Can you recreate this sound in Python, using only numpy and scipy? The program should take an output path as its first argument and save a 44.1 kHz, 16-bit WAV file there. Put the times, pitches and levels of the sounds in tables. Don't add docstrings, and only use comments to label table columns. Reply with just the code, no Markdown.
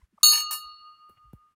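import sys
import numpy as np
from scipy import signal
from scipy.fft import rfft, irfft
from scipy.io import wavfile
from scipy.ndimage import uniform_filter1d

SR = 44100
rng = np.random.default_rng(int(sys.argv[2]) if len(sys.argv) > 2 else 0)


def level_to_linear(level):
    exponent = np.asarray(level, float) / 20
    return 10 ** exponent


def unload_audio(sound):
    columns = np.transpose(np.atleast_2d(sound))
    steps = np.round(np.clip(columns, -1, 1) * 32767)
    wavfile.write(sys.argv[1], SR, steps.astype(np.int16))


N = 68355

STRIKE_S, LEAN_S, LATE_BLOW_S = .2312, .319, .509
CAUGHT_DB = -7
WALL_T60_S, TOUCH_T60_S, GLIDE_S = 0.32, .04, .0075
CHATTER_PER_S, ROD_DB, HOOK_DB, GRIT_DB = 910, -9, -6.5, -5
AIR_DB, LEAVES_DB, LEAVES_T60_S, HALO_DB = -82.5, -27, 0.15, -27.5

# [f/Hz, density/dB per Hz]
AIR_SPECTRUM = [(30, -20), (200, -7), (700, -11.5), (1500, -5), (3300, -13), (3900, -15.5), (12700, -19),
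                (13300, -33.5)]
# [t/s, level/dB]
FLOOR_DRIFT = [(0.049, 6), (0.081, -6), (0.219, 8), (.9, 2.5), (1.25, 1.5), (1.502, 0.5)]
# [t/s, peak level/dB, f/Hz, length/s]
TAPS = [(.019, -62, 1030, .007), (.02, -68, 2050, .006), (.038, -48.5, 59.4, .02), (.131, -65, 310, .008),
        (.143, -60, 206, .017), (.182, -56, 880, .007), (.183, -50, 1186, .0065), (.187, -59, 645, .0054),
        (.212, -58, 1150, .005), (.232, -51, 480, .0035), (.252, -58, 55, .04), (.468, -65.5, 50.5, .046),
        (.559, -67, 54.4, .023), (.666, -60.5, 56.7, .037), (.734, -69.5, 57.7, .039),
        (1.118, -64, 90, .03), (1.178, -62, 113, .016), (1.18, -65, 2838, .04), (1.254, -59, 117.5, .023),
        (1.286, -55, 55, .066)]
# [t/s, peak level/dB, start f/Hz, end f/Hz, t60/s]
THUMPS = [
    (1.096, -56.5, 580, 81, .1),
    (1.334, -36, 260, 48.65, .098),
]
# [t/s, peak level/dB, t60/s]
RUSTLES = [
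    (1.091, -66, 0.22),
    (1.096, -58, .012),
    (1.332, -54, 0.018),
    (1.337, -70, 0.18),
]
# [f/Hz, level/dB]
CLOTH_SPECTRUM = [(300, 6.5), (1000, 2), (3000, -13), (6500, -21), (9500, -6.5), (15500, -5), (16400, -33)]
# [t/s, f/Hz, level/dB, t60/s, touched t/s]
LONE_PARTIALS = [(.288, 4802, -29, .6, .338), (.292, 5160, -40, .7, .362), (.296, 14787, -38, 1.2, .425),
                 (.319, 10387, -27, .25, .365), (.319, 11273, -28, .2, .37), (.319, 9598, -33, .3, .37),
                 (.319, 11440, -33, .25, .38), (.298, 10985, -36, .5, .37), (.331, 2608, -36, .3, .4),
                 (.336, 2305, -43, .4, .42), (.385, 12521, -41, .4, .43), (.509, 14783, -34, .25, .62),
                 (.509, 14662, -38, .35, .57), (.509, 1777, -47, .35, .59), (.509, 9598, -37, .15, .6),
                 (.509, 13671, -43, .2, .58), (.509, 11790, -44, .2, .58), (.529, 5157, -44, .25, .6),
                 (.535, 15072, -42, .2, .6)]
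# [t/s, level/dB]
KNOCKS = [(0.319, -48.5), (.331, -35), (.342, -39.5), (.356, -55), (.368, -45), (.382, -63), (0.391, -55),
          (.400, -48.5), (0.406, -58), (.5095, -40), (0.521, -42), (0.53, -47.5), (0.541, -58),
          (.547, -41.5), (0.555, -55), (.566, -50), (0.575, -57), (.647, -57.5)]
# [f/Hz, level/dB, t60/s]
SOCKET = [(790, -8.5, 0.03), (973.5, 6, 0.014), (1050, -0.5, 0.024), (1390, -8, .014)]
ROD_HZ = [942, 1120, 1777, 2310, 2612, 3100, 5160, 5610, 7640, 8045, 8385, 8530]
# [level/dB, t60/s]
ROD = [(-15, 0.1), (-12, 0.05), (-3, 0.025), (-3.5, 0.017), (-9.5, 0.067), (-12, 0.085), (-9, 0.11),
       (-7.5, .07), (-17.5, 0.15), (-8, 0.073), (-10, 0.085), (-7, 0.13)]
HOOK_HZ = [9390, 9600, 10173, 10384, 10585, 10700, 10960, 11275, 11445, 11812, 12520, 13665]
# [level/dB, t60/s]
HOOK = [(-6, 0.1997), (-4, .12), (-9.5, 0.2), (7.5, 0.1), (0, .1), (-7, 0.15), (-3, .12), (0.2, 0.2),
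        (-4.5, 0.14), (-6, 0.12), (-12.5, 0.15), (-12.5, 0.11)]
# [t/s, rod low modes/dB, rod high modes/dB, hook/dB, bare tick/dB]
CLINKS = [(.2312, -53, -46, -32.5, -19.5), (0.244, -41, -32, -41, -29), (0.289, -54.5, -38, -69.5, -55),
          (0.3, -57, -57, -34, -55.5), (.3190, -57, -65, -24.5, -40.5), (.3310, -34, -30, -53, -73.5),
          (.3430, -38.5, -52, -42, -44), (.3560, -37.5, -30.5, -57, -34), (0.368, -59, -36, -43.5, -75),
          (0.389, -60, -35, -54, -40), (.4020, -50, -44, -59, -30.5), (.5092, -65, -35.5, -67, -35),
          (.5295, -37.5, -71, -37, -55)]
# [t/s, level/dB, extra on low modes/dB]
CHATTER = [(0.231, -63, -1), (0.269, -49, -15), (.3, -41.5, -13.5), (0.333, -40, -2.5), (0.412, -47.5, -4),
           (0.469, -102, 21), (0.506, -87, -5), (0.511, -30.5, -18.5), (0.541, -34.5, -16),
           (0.599, -72, -16), (.7, -100, 1)]
# [f/Hz, level/dB]
GRIT_SPECTRUM = [(400, -29), (900, -7), (2500, -12), (3500, -24), (5200, -9.5), (8500, -2.5), (15500, 0.5),
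                 (16100, -30)]
RING_HZ = [1231.7, 1226.29, 2845.4, 2832.2, 3849, 3775, 4386, 4342, 4454, 4505, 6530, 6752, 1129, 1328]
# [peak level/dB, t60/s, signed side of nodal line, change at clapper lean/dB, late blow level/dB]
RING = [(-30, 2.39, 1, 0.5, -55.5), (-46, 5.7, -1.3, 0, -76), (-33.5, 1.3, 1, 1.5, -66),
        (-28, 1.6, -0.87, -5.5, -77), (-25.5, 0.5, 1, 1.5, -41.5), (-30, 0.57, 0.84, 0.5, -54),
        (-12, 0.83, 0.99, -1, -35.5), (-26, 0.72, -1.5, 0.5, -47.5), (-34, 0.82, 1, -1, -56.5),
        (-24.5, 0.66, 0.66, 0, -50.5), (-16.5, 0.64, 0.98, -0.5, -57), (-24.5, 0.3, 0.94, -4.5, -36),
        (-65, 5.8, 1, -1, -89.5), (-59, 3.2, 1, 4.5, -90.5)]
SHEEN_HZ = [7196, 7222, 9217, 9159, 10225, 10160, 12322, 12358, 13363, 15066, 9370, 8915]
# [peak level/dB, t60/s, signed side, change at clapper lean/dB, late blow level/dB]
SHEEN = [(-19.5, 0.22, 0.98, -5.5, -32.5), (-30, 0.5, 0.87, 0.5, -42), (-21.5, 0.34, 0.93, -15.5, -30.5),
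         (-53.5, 0.6, 1, 17, -39), (-31.5, 0.3, 0.94, 6.5, -45), (-31, .2, -1.6, 0, -51),
         (-34.5, 0.49, 0.98, -5.5, -51), (-37, 0.5, -0.69, -4, -51), (-22.5, 0.3, 0.97, -4.5, -26),
         (-27, .3, 1, -1, -50), (-37.5, .3, 0.93, -1.5, -42), (-40.5, 0.21, 0.99, -0.5, -57)]
# [t/s, pairs re strike/dB, upper partials re strike/dB]
REBOUNDS = [
    (0.243, -14, -3),
    (0.53, -36, -51),
]
# [t/s, level/dB]
WALL_PUSHES = [
    (0.334, 11),
    (0.516, 0.33),
]
# [t/s, level/dB, shading above 4.5 kHz/dB per octave, extra above 3.5 kHz/dB]
BELL_TONE = [(.23, -0.3, 0.6, -0.05), (.3, -2.23, 2.5, 3.5), (0.379, -4.5, 7.5, 3), (0.439, 0.5, 4, -4.4),
             (0.498, -2, -15, -3.5), (0.53, -1.5, -0.5, -0.5), (.6, -1, -1.5, -5), (.74, -7, -46.5, 6),
             (0.879, -3.5, -67, 2.7), (1.3, -6, -51.5, 6.9)]
# [t/s, v/(m/s)]
SPEED = [(.38, 0), (.49, .25), (.53, .42), (.72, .44), (.88, .35), (1.1, .08), (1.3, -.2)]
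# [t/s, shift f/Hz]
PULL = [(.32, 0), (.36, 3.5), (.41, 0), (.67, 0), (.72, -3.5), (.77, 0)]


def read(points, hz):
    f, value = np.transpose(points)
    return np.interp(np.log(hz + 1), np.log(f + 1), value)


def evened(x):
    return x / np.sqrt(np.mean(x ** 2) + 1e-20)


def coloured(points):
    gain = level_to_linear(read(points, np.fft.rfftfreq(N, 1 / SR)))
    return evened(irfft(rfft(rng.standard_normal(N)) * gain, N))


def after(s, t60):
    t = np.arange(N) / SR - s
    return (t >= 0) * level_to_linear(-60 * np.maximum(t, 0) / t60)


def modes(hz, db, t60, soft=0.00047):
    t = np.arange(12000)[:, None] / SR
    onset = np.minimum(t / soft, 1)
    return (level_to_linear(db - 60 * t / t60) * np.sin(2 * np.pi * hz * t) * onset).sum(axis=1)


def air():
    t = np.arange(N) / SR
    lumps = evened(uniform_filter1d(rng.standard_normal(N), size=1500))
    rumble = coloured([(25, -14), (55, -3.5), (150, -8.5), (300, -16.5), (600, -39.5)])
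    level = level_to_linear(AIR_DB + np.interp(t, *np.transpose(FLOOR_DRIFT)))
    return level * coloured(AIR_SPECTRUM) + rumble * level_to_linear(-86 + 3.5 * lumps)


def taps():
    t, out = np.arange(N) / SR, np.zeros(N)
    for s, db, hz, length in TAPS:
        out += level_to_linear(db) * np.exp(-(2 * (t - s) / length) ** 2) * np.sin(2 * np.pi * hz * (t - s))
    return out


def thumps():
    t, out = np.arange(N) / SR, np.zeros(N)
    for s, db, hz, end_hz, t60 in THUMPS:
        u = np.maximum(t - s, 0)
        turns = end_hz * u + (hz - end_hz) * GLIDE_S * (1 - np.exp(-u / GLIDE_S))
        onset = np.minimum(u / 0.00068, 1)
        out -= level_to_linear(db) * after(s, t60) * np.sin(2 * np.pi * turns - 1.4) * onset
    return out


def cloth():
    t = np.arange(N) / SR
    sleeve = coloured([(150, -6.5), (1000, .5), (3200, 0), (4500, -39.5)])
    brush = level_to_linear(-69.5) * sleeve * np.exp(-((t - 1.177) / 0.0094) ** 2)
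    bursts = sum(level_to_linear(db) * after(s, t60) for s, db, t60 in RUSTLES)
    return brush + coloured(CLOTH_SPECTRUM) * bursts


def leaves(x):
    tail = rng.standard_normal(N) * after(.006, LEAVES_T60_S)
    return signal.fftconvolve(x, tail[:SR // 2] / np.linalg.norm(tail))[:N]


def lone_partials():
    t, out = np.arange(N) / SR, np.zeros(N)
    for s, hz, db, t60, touched in LONE_PARTIALS:
        held = np.where(t < touched, 1, after(touched, TOUCH_T60_S))
        onset = np.clip((t - s) / 0.0031, 0, 1)
        out += level_to_linear(db) * after(s, t60) * held * onset * np.sin(2 * np.pi * hz * t)
    return out


def socket_knocks():
    out = np.zeros(N)
    hz, socket_db, t60 = np.transpose(SOCKET)
    spreads = rng.normal(1, .05, (len(KNOCKS), len(hz)))
    for (s, db), spread in zip(KNOCKS, spreads):
        out[round(s * SR) - 40:][:12000] += modes(hz * spread, db + socket_db, t60, soft=0.0018)
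    return out


def clapper():
    t, draw = np.arange(N) / SR, rng.random((N, 3))
    s, level_db, low_db = np.transpose(CHATTER)
    hits = draw[:, 0] < CHATTER_PER_S / SR
    tiny = hits * level_to_linear(-3.6 * np.log(draw[:, 1] + 1e-3)) * np.sign(draw[:, 2] - .5)
    tiny = evened(tiny) * level_to_linear(np.interp(t, s, level_db)) * (t > STRIKE_S)

    hz = np.concatenate([ROD_HZ, HOOK_HZ])
    db, t60 = np.concatenate([ROD, HOOK]).T
    group = np.digitize(hz, [4000, 9000])
    out, grit = np.zeros(N), coloured(GRIT_SPECTRUM)
    for k, share_db in enumerate((np.interp(t, s, low_db), ROD_DB, HOOK_DB)):
        ring = modes(hz[group == k], db[group == k], t60[group == k])
        push = level_to_linear(share_db) * np.roll(tiny, 37 * k)
        out += signal.oaconvolve(push, ring / np.linalg.norm(ring))[:N]
    out += level_to_linear(GRIT_DB) * grit * np.sqrt(abs(uniform_filter1d(tiny ** 2, size=100)))

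    jitters = rng.normal(0, 3, (len(CLINKS), len(hz)))
    for (s, *dbs, tick_db), jitter in zip(CLINKS, jitters):
        part = out[round(s * SR):][:12000]
        part += modes(hz, db + jitter + np.array(dbs)[group], t60)
        out += level_to_linear(tick_db) * grit * after(s, 0.027)
    return signal.sosfilt(signal.butter(2, 550, "high", fs=SR, output="sos"), out)


def bell():
    t, out = np.arange(N) / SR, np.zeros(N)
    s, level_db, shade, upper_db = np.transpose(BELL_TONE)
    shade, upper_db = np.interp(t, s, shade), np.interp(t, s, upper_db)
    doppler = 1 + np.interp(t, *np.transpose(SPEED)) / 343
    clock = np.cumsum((t >= STRIKE_S) * doppler) / SR
    pulled = np.cumsum(np.interp(t, *np.transpose(PULL))) / SR
    for freqs, table, col in ((RING_HZ, RING, 1), (SHEEN_HZ, SHEEN, 2)):
        for hz, (db, t60, side, lean_db, late_db) in zip(freqs, table):
            on_wall = hz == RING_HZ[2]
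            power = after(STRIKE_S, t60) ** 2
            power = power + sum(level_to_linear(2 * r[col]) * after(r[0], t60) ** 2 for r in REBOUNDS)
            power = power * level_to_linear(2 * lean_db * (t > LEAN_S))
            power += (level_to_linear(late_db - db) * after(LATE_BLOW_S, t60)) ** 2
            power += on_wall * sum(level_to_linear(2 * d) * after(w, WALL_T60_S) ** 2 for w, d in WALL_PUSHES)
            power *= level_to_linear(-2 * CAUGHT_DB * (hz < 4000) * (t < REBOUNDS[0][0]))
            size, origin = (140, 69) if hz < 2000 else (40, 19)
            swell = uniform_filter1d(np.sqrt(power), size=size, origin=origin)
            tilt_db = upper_db * (hz > 3500) + shade * max(np.log2(hz / 4500), 0)
            tone = np.sin(2 * np.pi * (hz * clock + pulled * on_wall))
            out += side * level_to_linear(db + tilt_db) * swell * tone
    return out * level_to_linear(np.interp(t, s, level_db))


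def scene():
    ring = bell()
    metal = ring + clapper() + lone_partials() + socket_knocks()
    halo = level_to_linear(HALO_DB) * ring * coloured([(1, -4.5), (150, -2.0), (400, -15), (900, -30.5)])
    echo = level_to_linear(LEAVES_DB) * leaves(metal)
    return (metal + halo + echo + taps() + thumps() + cloth() + air())[None]


def band_limit(x):
    return signal.sosfilt(signal.butter(12, 17140, fs=SR, output="sos"), x)


def record(dry):
    fade = np.clip((N - np.arange(N)) / SR / 0.027, 0, 1)
    mix = signal.oaconvolve(dry * fade, signal.firwin(255, 16000, fs=SR)[None], "same")
    return band_limit(mix)


dry = scene()
out = record(dry)
unload_audio(out)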